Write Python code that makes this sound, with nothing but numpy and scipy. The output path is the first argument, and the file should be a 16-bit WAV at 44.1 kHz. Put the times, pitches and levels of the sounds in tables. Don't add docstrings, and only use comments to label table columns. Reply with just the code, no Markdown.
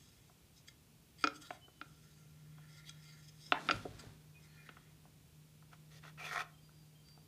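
import sys
import numpy as np
from scipy import signal
from scipy.fft import rfft, irfft, next_fast_len
from scipy.io import wavfile
from scipy.ndimage import map_coordinates

SR = 44100
rng = np.random.default_rng(int(sys.argv[2]) if len(sys.argv) > 2 else 0)


def generate_wav(signal):
    frames = np.transpose(np.atleast_2d(signal))
    scaled = np.clip(frames, -1, 1) * 32767
    pcm = np.round(scaled).astype(np.int16)
    wavfile.write(sys.argv[1], SR, pcm)


N = 320607
TIME = np.arange(N) / SR
AGE = TIME[:SR // 2]
TOP_HZ = 15400
TOUCH_S, LIFT_T60_S = 0.0056, 0.065

# f/Hz, level/dB, t60/s
BOARD_MODES = [(275, -15, 0.1), (406, -8.5, 0.044), (600, -17, 0.07), (721, -8.5, 0.05), (850, -13, 0.033),
               (1025, -6, 0.024), (1327, -0.5, 0.02), (1498, -2.5, .024), (1950, 0.5, 0.00897),
               (2710, 5, 0.011), (3550, 3.5, 0.011), (4100, -1.5, 0.012), (5325, -15.5, 0.0091)]
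# f/Hz, level/dB, t60/s
GRAZED_MODES = [(1380, -10.5, 0.073), (1770, -6.5, 0.018), (2110, -7, 0.03), (2400, -10.5, 0.027),
                (3330, 0, 0.02), (3810, -1.5, 0.016), (4714, -3.5, 0.024), (5180, -0.5, 0.01705),
                (6100, -7, 0.022), (6470, -4, 0.025), (7660, -1, 0.014), (8340, -2.5, 0.012)]


def amp(db):
    return 10 ** (np.asarray(db) / 20)


def unit(x):
    return x / np.sqrt(np.mean(x ** 2) + 1e-20)


def along(points, hz):
    f, v = np.transpose(points)
    return np.interp(np.log(hz + 1), np.log(f + 1), v)


def curve(points):
    return np.interp(TIME, *np.transpose(points))


def wobble(knots_per_s):
    return map_coordinates(rng.standard_normal(int(N * knots_per_s / SR) + 4), [TIME * knots_per_s])


def filtered(x, response):
    size = next_fast_len(N + SR // 2)
    return irfft(rfft(x, size) * response(np.fft.rfftfreq(size, 1 / SR)), size)[:N]


def coloured(x, spectrum):
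    return unit(filtered(x, lambda hz: amp(along(spectrum, hz))))


def fade(t60_s):
    return np.exp(-np.log(1000) * AGE / t60_s)


def gate(start_s, length_s, rise_s, t60_s):
    since_s = np.maximum(TIME - start_s, 0)
    release = np.exp(-np.log(1000) * np.maximum(since_s - length_s, 0) / t60_s)
    return (1 - np.exp(-since_s / rise_s)) * release


def swell(peak_s, length_s, db, edge_db):
    return amp(np.maximum(db - edge_db * (2 * (TIME - peak_s) / length_s) ** 2, -200))


def add(track, start_s, sound):
    part = track[round(start_s * SR):][:len(sound)]
    part += sound[:len(part)]


def favouring(modes, favoured_hz, db_per_oct):
    return [(hz, db - db_per_oct * abs(np.log2(hz / favoured_hz)), t60_s) for hz, db, t60_s in modes]


def ring(modes, scatter_db):
    out = np.zeros(len(AGE))
    for k, (hz, db, t60_s) in enumerate(modes):
        gain = (-1) ** k * amp(db + scatter_db * rng.standard_normal())
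        out += gain * fade(t60_s) * np.sin(2 * np.pi * hz * AGE)
    return out


def blow(modes, contact_hz, wash_db, wash_t60_s, t60_scale, rise_s=0.00046, low_hz=210):
    held = [(hz, db, t60_s * t60_scale) for hz, db, t60_s in modes]
    x = ring(held, scatter_db=2.36)
    x += amp(wash_db) * fade(wash_t60_s) * rng.standard_normal(len(AGE))
    x *= 1 - np.exp(-AGE / rise_s)
    x = signal.sosfilt(signal.butter(2, low_hz, "high", fs=SR, output="sos"), x)
    x = signal.sosfilt(signal.butter(4, min(contact_hz, TOP_HZ), fs=SR, output="sos"), x)
    return x / np.abs(x).max()


def slips(per_s, spread_db, smooth_db):
    sizes = amp(spread_db * np.clip(rng.standard_normal(N), -2, 2)) * rng.choice([-1, 1], N)
    pulses = unit(sizes * (rng.random(N) < per_s / SR))
    return unit(pulses + amp(smooth_db) * rng.standard_normal(N))


def rubbed(force, modes, moves, favoured_hz, db_per_oct, wander_db):
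    rings = np.array([ring([mode], scatter_db=0) for mode in modes])
    octaves = np.abs(np.log2(np.array(modes)[:, :1] / favoured_hz))
    share = amp(-db_per_oct * octaves) ** 2
    share /= np.sum(rings ** 2, axis=1) @ share
    drives = np.sqrt(share @ moves ** 2)
    out = np.zeros(N)
    for k, drive in enumerate(drives):
        out += (-1) ** k * signal.fftconvolve(force * drive * amp(wander_db * wobble(15)), rings[k])[:N]
    return out


def gliding(force, hz, t60_s):
    turn = np.exp(2j * np.pi * np.cumsum(hz) / SR)
    pole = np.exp(-np.log(1000) / (t60_s * SR))
    return unit(np.imag(turn * signal.lfilter([1], [1, -pole], force / turn)))


def room_air(level_db=-65):
    # f/Hz, level/dB
    spectrum = [(15, -44.5), (54, -4.5), (152, -1), (180, -6), (370, -14.5), (437, -15.5), (561, -20.5),
                (1520, -25.5), (2070, -26.5), (2310, -23), (15300, -29)]
    return amp(level_db) * coloured(rng.standard_normal(N), spectrum)


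def machine_hum(hum_hz=153):
    # t/s, level/dB
    drift = [(0, -80), (1.5, -74.5), (2.55, -57.5), (3.6, -62.5), (4.2, -63), (4.9, -65.5), (5.5, -64),
             (6.3, -60.5), (7.27, -66.5)]
    phase = 2 * np.pi * np.cumsum(hum_hz + 0.71 * wobble(2.8)) / SR
    level_db = curve(drift) + wobble(5)
    return amp(level_db) * unit(np.sin(phase) + amp(-28) * np.sin(2 * phase))


def birds():
    # t/s, length/s, f/Hz, level/dB
    calls = [(1.606, 0.071, 3030, -62.5), (4.343, 0.05, 2470, -62), (4.44, 0.17, 4280, -73),
             (4.554, 0.1, 2425, -66.5), (6.53, 0.028, 3165, -70.5), (6.574, 0.03, 3180, -71),
             (6.607, 0.11, 4770, -70), (6.741, 0.13, 4760, -74), (6.947, 0.026, 3170, -68),
             (6.98, 0.046, 3180, -73), (7.028, 0.16, 4686, -66.5)]
    song = np.zeros(N)
    waver = 1 + 0.0038 * wobble(55)
    for start_s, length_s, hz, db in calls:
        envelope = np.sqrt(np.abs(np.hanning(round(length_s * SR))))
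        pitch_hz = hz * waver[round(start_s * SR):][:len(envelope)]
        add(song, start_s, amp(db) * envelope * np.sin(2 * np.pi * np.cumsum(pitch_hz) / SR))
    yard = fade(t60_s=1) * rng.standard_normal(len(AGE))
    return song + amp(-5) * signal.fftconvolve(song, yard / np.linalg.norm(yard))[:N]


def workshop_echo(x, delay_s=0.0084):
    # f/Hz, t60/s
    decay = [(200, 0.63), (600, 0.41), (1500, 0.31), (4000, 0.24), (10000, 0.13)]
    hz, age_s, bands = signal.stft(rng.standard_normal(SR // 2), SR, nperseg=256)
    bands *= np.exp(-np.log(1000) * age_s / along(decay, hz)[:, None])
    _, tail = signal.istft(bands, SR, nperseg=256)
    tail = np.pad(tail / np.linalg.norm(tail), (round(delay_s * SR), 0))
    return signal.fftconvolve(x, tail)[:N]


def table_rocking(rise_s=0.007, t60_s=0.21):
    # t/s, level/dB
    rocks = [(3.737, -44.5), (3.88, -54.5), (3.94, -57.5), (4.06, -58)]
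    # f/Hz, level/dB
    spectrum = [(20, -19), (48, 3), (85, -0.5), (115, 7.5), (160, -20), (400, -52)]
    envelope = sum(amp(db) * gate(start_s, 2 * rise_s, rise_s, t60_s) for start_s, db in rocks)
    return envelope * coloured(rng.standard_normal(N), spectrum)


def board_taps():
    # t/s, level/dB, contact cutoff/Hz, favoured f/Hz
    touches = [(0.296, -55.5, 1290, 1000), (1.681, -52.5, 1330, 500), (5.6237, -57, 1800, 1100),
               (2.582, -52.5, 1890, 1380), (4.036, -47.5, 700, 450), (4.6898, -41.5, 3120, 1450),
               (4.768, -47, 2200, 1400), (5.052, -54, 1400, 720), (5.73, -49.5, 2400, 1390),
               (6.037, -47, 3200, 1400), (6.05, -45, 2780, 1700), (6.078, -47.5, 2800, 1400),
               (6.691, -57, 1800, 1400), (7.174, -53.5, 1290, 720)]
    out = np.zeros(N)
    for start_s, db, contact_hz, favoured_hz in touches:
        modes = favouring(BOARD_MODES, favoured_hz, db_per_oct=6.5)
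        tap = blow(modes, contact_hz, wash_db=1, wash_t60_s=0.06, t60_scale=1.14, rise_s=0.00074)
        add(out, start_s, amp(db) * tap)
    return out


def pencil(speed_up_s=0.022, press_db_per_s=19):
    # t/s, length/s, hiss/dB, chatter/dB, final bite/dB, favoured f/Hz, focus/(dB/oct)
    strokes = [(5.713, 0.024, -65, -86, -62.5, 1390, 2), (5.899, 0.086, -64.5, -81, -68, 3500, 8.5),
               (6.017, 0.079, -67, -70, -63, 1200, -6), (6.174, 0.093, -59, -50.5, -53.5, 700, 4.5),
               (6.238, 0.068, -57, -55, -49, 3500, 7.5), (6.307, 0.041, -50.5, -53, -42, 1380, 8),
               (6.351, 0.065, -52.5, -46.5, -42, 1900, -2.5)]
    # f/Hz, level/dB
    graphite = [(250, -32), (420, 11), (1000, -5.5), (2500, 1), (3900, 3.5), (4500, 3), (6200, 3),
                (7600, -7.5), (9200, -5), (12000, -10), (14300, -8), (15000, -31.5)]
    # t/s, f/Hz
    shaft = [(6.18, 2700), (6.21, 2330), (6.245, 2530), (6.32, 2210), (6.36, 2230), (6.41, 2500)]
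    # f/Hz, level/dB, t60/s
    point_modes = [(427, -32, 0.032), (704, -9, 0.054), (1087, -7, 0.034), (1190, -6.5, 0.027),
                   (1350, 0.5, 0.027), (1877, 1.5, 0.019), (2290, -9, 0.03), (3430, -7.5, 0.015),
                   (4450, -13, 0.0085)]
    # t/s, level/dB
    catches = [(6.312, -33), (6.3298, -33), (6.350, -35), (6.3593, -28.5), (6.3697, -28.5), (6.378, -28.5),
               (6.4056, -29)]
    speed, pressure = np.zeros((2, len(strokes), N))
    for k, (start_s, length_s, *_) in enumerate(strokes):
        speed[k] = gate(start_s, length_s, speed_up_s, LIFT_T60_S)
        left_s = np.maximum(start_s + length_s - TIME, 0)
        pressure[k] = gate(start_s, length_s, TOUCH_S, LIFT_T60_S) * amp(-press_db_per_s * left_s)
    _, _, hiss_db, chatter_db, bite_db, favoured_hz, db_per_oct = np.transpose(strokes)
    hiss = amp(hiss_db) @ speed * coloured(slips(3000, spread_db=9, smooth_db=1.5), graphite)
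    shaft_force = slips(1300, spread_db=-4.5, smooth_db=2)
    chatter = amp(chatter_db) @ speed * gliding(shaft_force, curve(shaft), t60_s=0.015)
    judder = slips(1000, spread_db=2.5, smooth_db=-13)
    pushes = amp(bite_db)[:, None] * pressure
    bite = rubbed(judder, point_modes, pushes, favoured_hz, db_per_oct, wander_db=1.8)
    grain_db = 0.72 * wobble(90)
    out = amp(grain_db) * (hiss + chatter + bite)
    for start_s, db in catches:
        click = blow(point_modes, contact_hz=9030, wash_db=-11, wash_t60_s=0.012,
                     t60_scale=0.95, rise_s=0.0001)
        add(out, start_s, amp(db) * click)
    return out


def stock_sliding():
    # peak t/s, length/s, level/dB
    shoves = [(3.616, 0.17, -61), (3.72, 0.2, -53), (4, 0.23, -61), (4.6, 0.89, -75)]
    # f/Hz, level/dB
    spectrum = [(88, -59), (150, 1.5), (265, -2), (562, -11.5), (1600, -11.5), (2920, -17.5), (3510, -14),
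                (12000, -28.5), (15600, -66.5), (22000, -120)]
    push = np.linalg.norm([swell(*shove, edge_db=5) for shove in shoves], axis=0)
    flicker = amp(0.98 * wobble(56))
    return push * flicker * coloured(slips(740, spread_db=-2.5, smooth_db=1.5), spectrum)


def blade_rubbing():
    # peak t/s, length/s, level/dB, favoured f/Hz, focus/(dB/oct)
    slides = [(0.034, 0.46, -70, 5000, 1), (0.579, 0.03, -63.5, 5030, 10), (0.684, 0.017, -59.5, 6050, 16),
              (1.219, 0.04, -57, 3300, -1), (1.358, 0.036, -60, 5000, 12), (1.424, 0.025, -59, 5640, 4),
              (1.45, 0.044, -57.5, 1380, 31), (1.457, 0.028, -56.5, 3700, 14),
              (1.524, 0.064, -61.5, 5080, -2.5), (2.03, 0.42, -74.5, 6190, 7), (2.103, 0.53, -79, 1390, 21),
              (2.749, 0.086, -63, 3950, 1.5), (2.882, 0.035, -51, 3350, 12.5),
              (2.918, 0.68, -70, 1885, 13.5), (3.084, 0.12, -65, 5070, 5), (3.227, 0.08, -68, 5200, 8),
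              (3.288, 0.018, -59.5, 4970, 4.5), (3.456, 0.15, -64, 5220, 6.5), (3.84, 0.05, -65, 3350, 19),
              (4.0, 0.016, -54, 3300, -1), (4.441, 0.045, -69, 6580, -1), (4.655, 0.36, -71, 1740, 13)]
    # f/Hz, level/dB
    skin = [(800, -11.5), (2500, 0.5), (8500, -2), (15000, -6.5)]
    grip_db = 2.5 * wobble(45)
    force = unit(amp(grip_db) * slips(1400, spread_db=0, smooth_db=-7.5))
    moves = np.array([swell(peak_s, length_s, db, edge_db=5.5) for peak_s, length_s, db, *_ in slides])
    *_, favoured_hz, db_per_oct = np.transpose(slides)
    steel = rubbed(force, GRAZED_MODES, moves, favoured_hz, db_per_oct, wander_db=3)
    hiss = amp(-9.5) * np.linalg.norm(moves, axis=0) * coloured(force, skin)
    return steel + hiss


def blade_ticks():
    # t/s, level/dB, favoured f/Hz, focus/(dB/oct)
    glances = [(0.6835, -41.5, 2100, 6.5), (2.8936, -36, 3400, 2), (4.003, -51, 3400, -3.5),
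               (7.085, -53, 3625, -1)]
    out = np.zeros(N)
    for start_s, db, favoured_hz, db_per_oct in glances:
        modes = favouring(GRAZED_MODES, favoured_hz, db_per_oct)
        tick = blow(modes, contact_hz=8600, wash_db=-10, wash_t60_s=0.026,
                    t60_scale=0.98, rise_s=0.0014, low_hz=1720)
        add(out, start_s, amp(db) * tick)
    return out


def stock_rattle(start_s=3.536, length_s=0.0386, level_db=-44.5):
    # f/Hz, level/dB, t60/s
    modes = [(887, -1, .028), (1054, -6.5, 0.024), (1703, 4, 0.031), (2293, -1.5, .008)]
    chatter = slips(520, spread_db=1.5, smooth_db=-18) * gate(start_s, length_s, TOUCH_S, LIFT_T60_S)
    body = ring(modes, scatter_db=-3)
    return amp(level_db) * signal.fftconvolve(chatter, body / np.linalg.norm(body))[:N]


def square_knocks(bend_hz=299, bend_t60_s=0.079, bend_db=-6):
    # t/s, blade/dB, board/dB, contact cutoff/Hz, held/free t60, board's favoured f/Hz, focus/(dB/oct)
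    knocks = [(1.2398, -17, -24.5, 6440, 0.93, 2400, 1.2), (1.2465, -24.5, -28, 2460, 0.33, 1400, 13),
              (1.2722, -22.5, -29.5, 6300, 0.81, 1400, 1), (1.5053, -54, -31, 2450, 1, 690, 6.5),
              (1.8136, -36, -37.5, 4200, 0.85, 720, -0.5), (3.521, -33, -13, 3600, 0.97, 2735, 0.6),
              (3.6882, -22, -21, 4060, 1, 3000, 4), (3.6963, -33, -24.5, 1960, 0.64, 1400, 1.5),
              (3.7101, -19.5, -19.5, 5300, 0.9, 2700, 10), (3.852, -39.5, -31, 653, 1, 503, 9)]
    # f/Hz, level/dB, free t60/s
    blade_modes = [(440, -18, 0.08), (560, -18, 0.08), (1265, -1.5, 0.028), (1385, 4, 0.031),
                   (2165, -20, 0.09), (2460, -9, 0.05), (3290, -17, .045), (4700, -10.5, 0.035),
                   (5280, -4, .012), (6600, -12.5, .024)]
    blade, board = np.zeros((2, N))
    bending = (fade(bend_t60_s) - fade(0.035)) * np.sin(2 * np.pi * bend_hz * AGE)
    for start_s, blade_db, board_db, contact_hz, t60_scale, favoured_hz, db_per_oct in knocks:
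        clink = blow(blade_modes, contact_hz, wash_db=-27.5, wash_t60_s=0.011, t60_scale=t60_scale)
        bend = amp(bend_db) * t60_scale ** 2 * bending
        add(blade, start_s, amp(blade_db) * (clink + bend))
        modes = favouring(BOARD_MODES, favoured_hz, db_per_oct)
        clack = blow(modes, contact_hz, wash_db=-4, wash_t60_s=0.042, t60_scale=t60_scale)
        add(board, start_s, amp(board_db) * clack)
    return blade, board


def scene():
    blade, board = square_knocks()
    wood = board + board_taps() + stock_rattle()
    handling = blade_rubbing() + stock_sliding() + table_rocking() + blade_ticks()
    drawing = pencil()
    direct = blade + wood + handling + drawing
    to_walls = amp(-17) * blade + amp(-15.5) * wood + amp(-12.5) * handling + amp(-16) * drawing
    return (direct + workshop_echo(to_walls) + birds() + machine_hum() + room_air())[None]


def record(dry):
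    return filtered(dry[0], lambda hz: hz < TOP_HZ)[None]


dry = scene()
out = record(dry)
generate_wav(out)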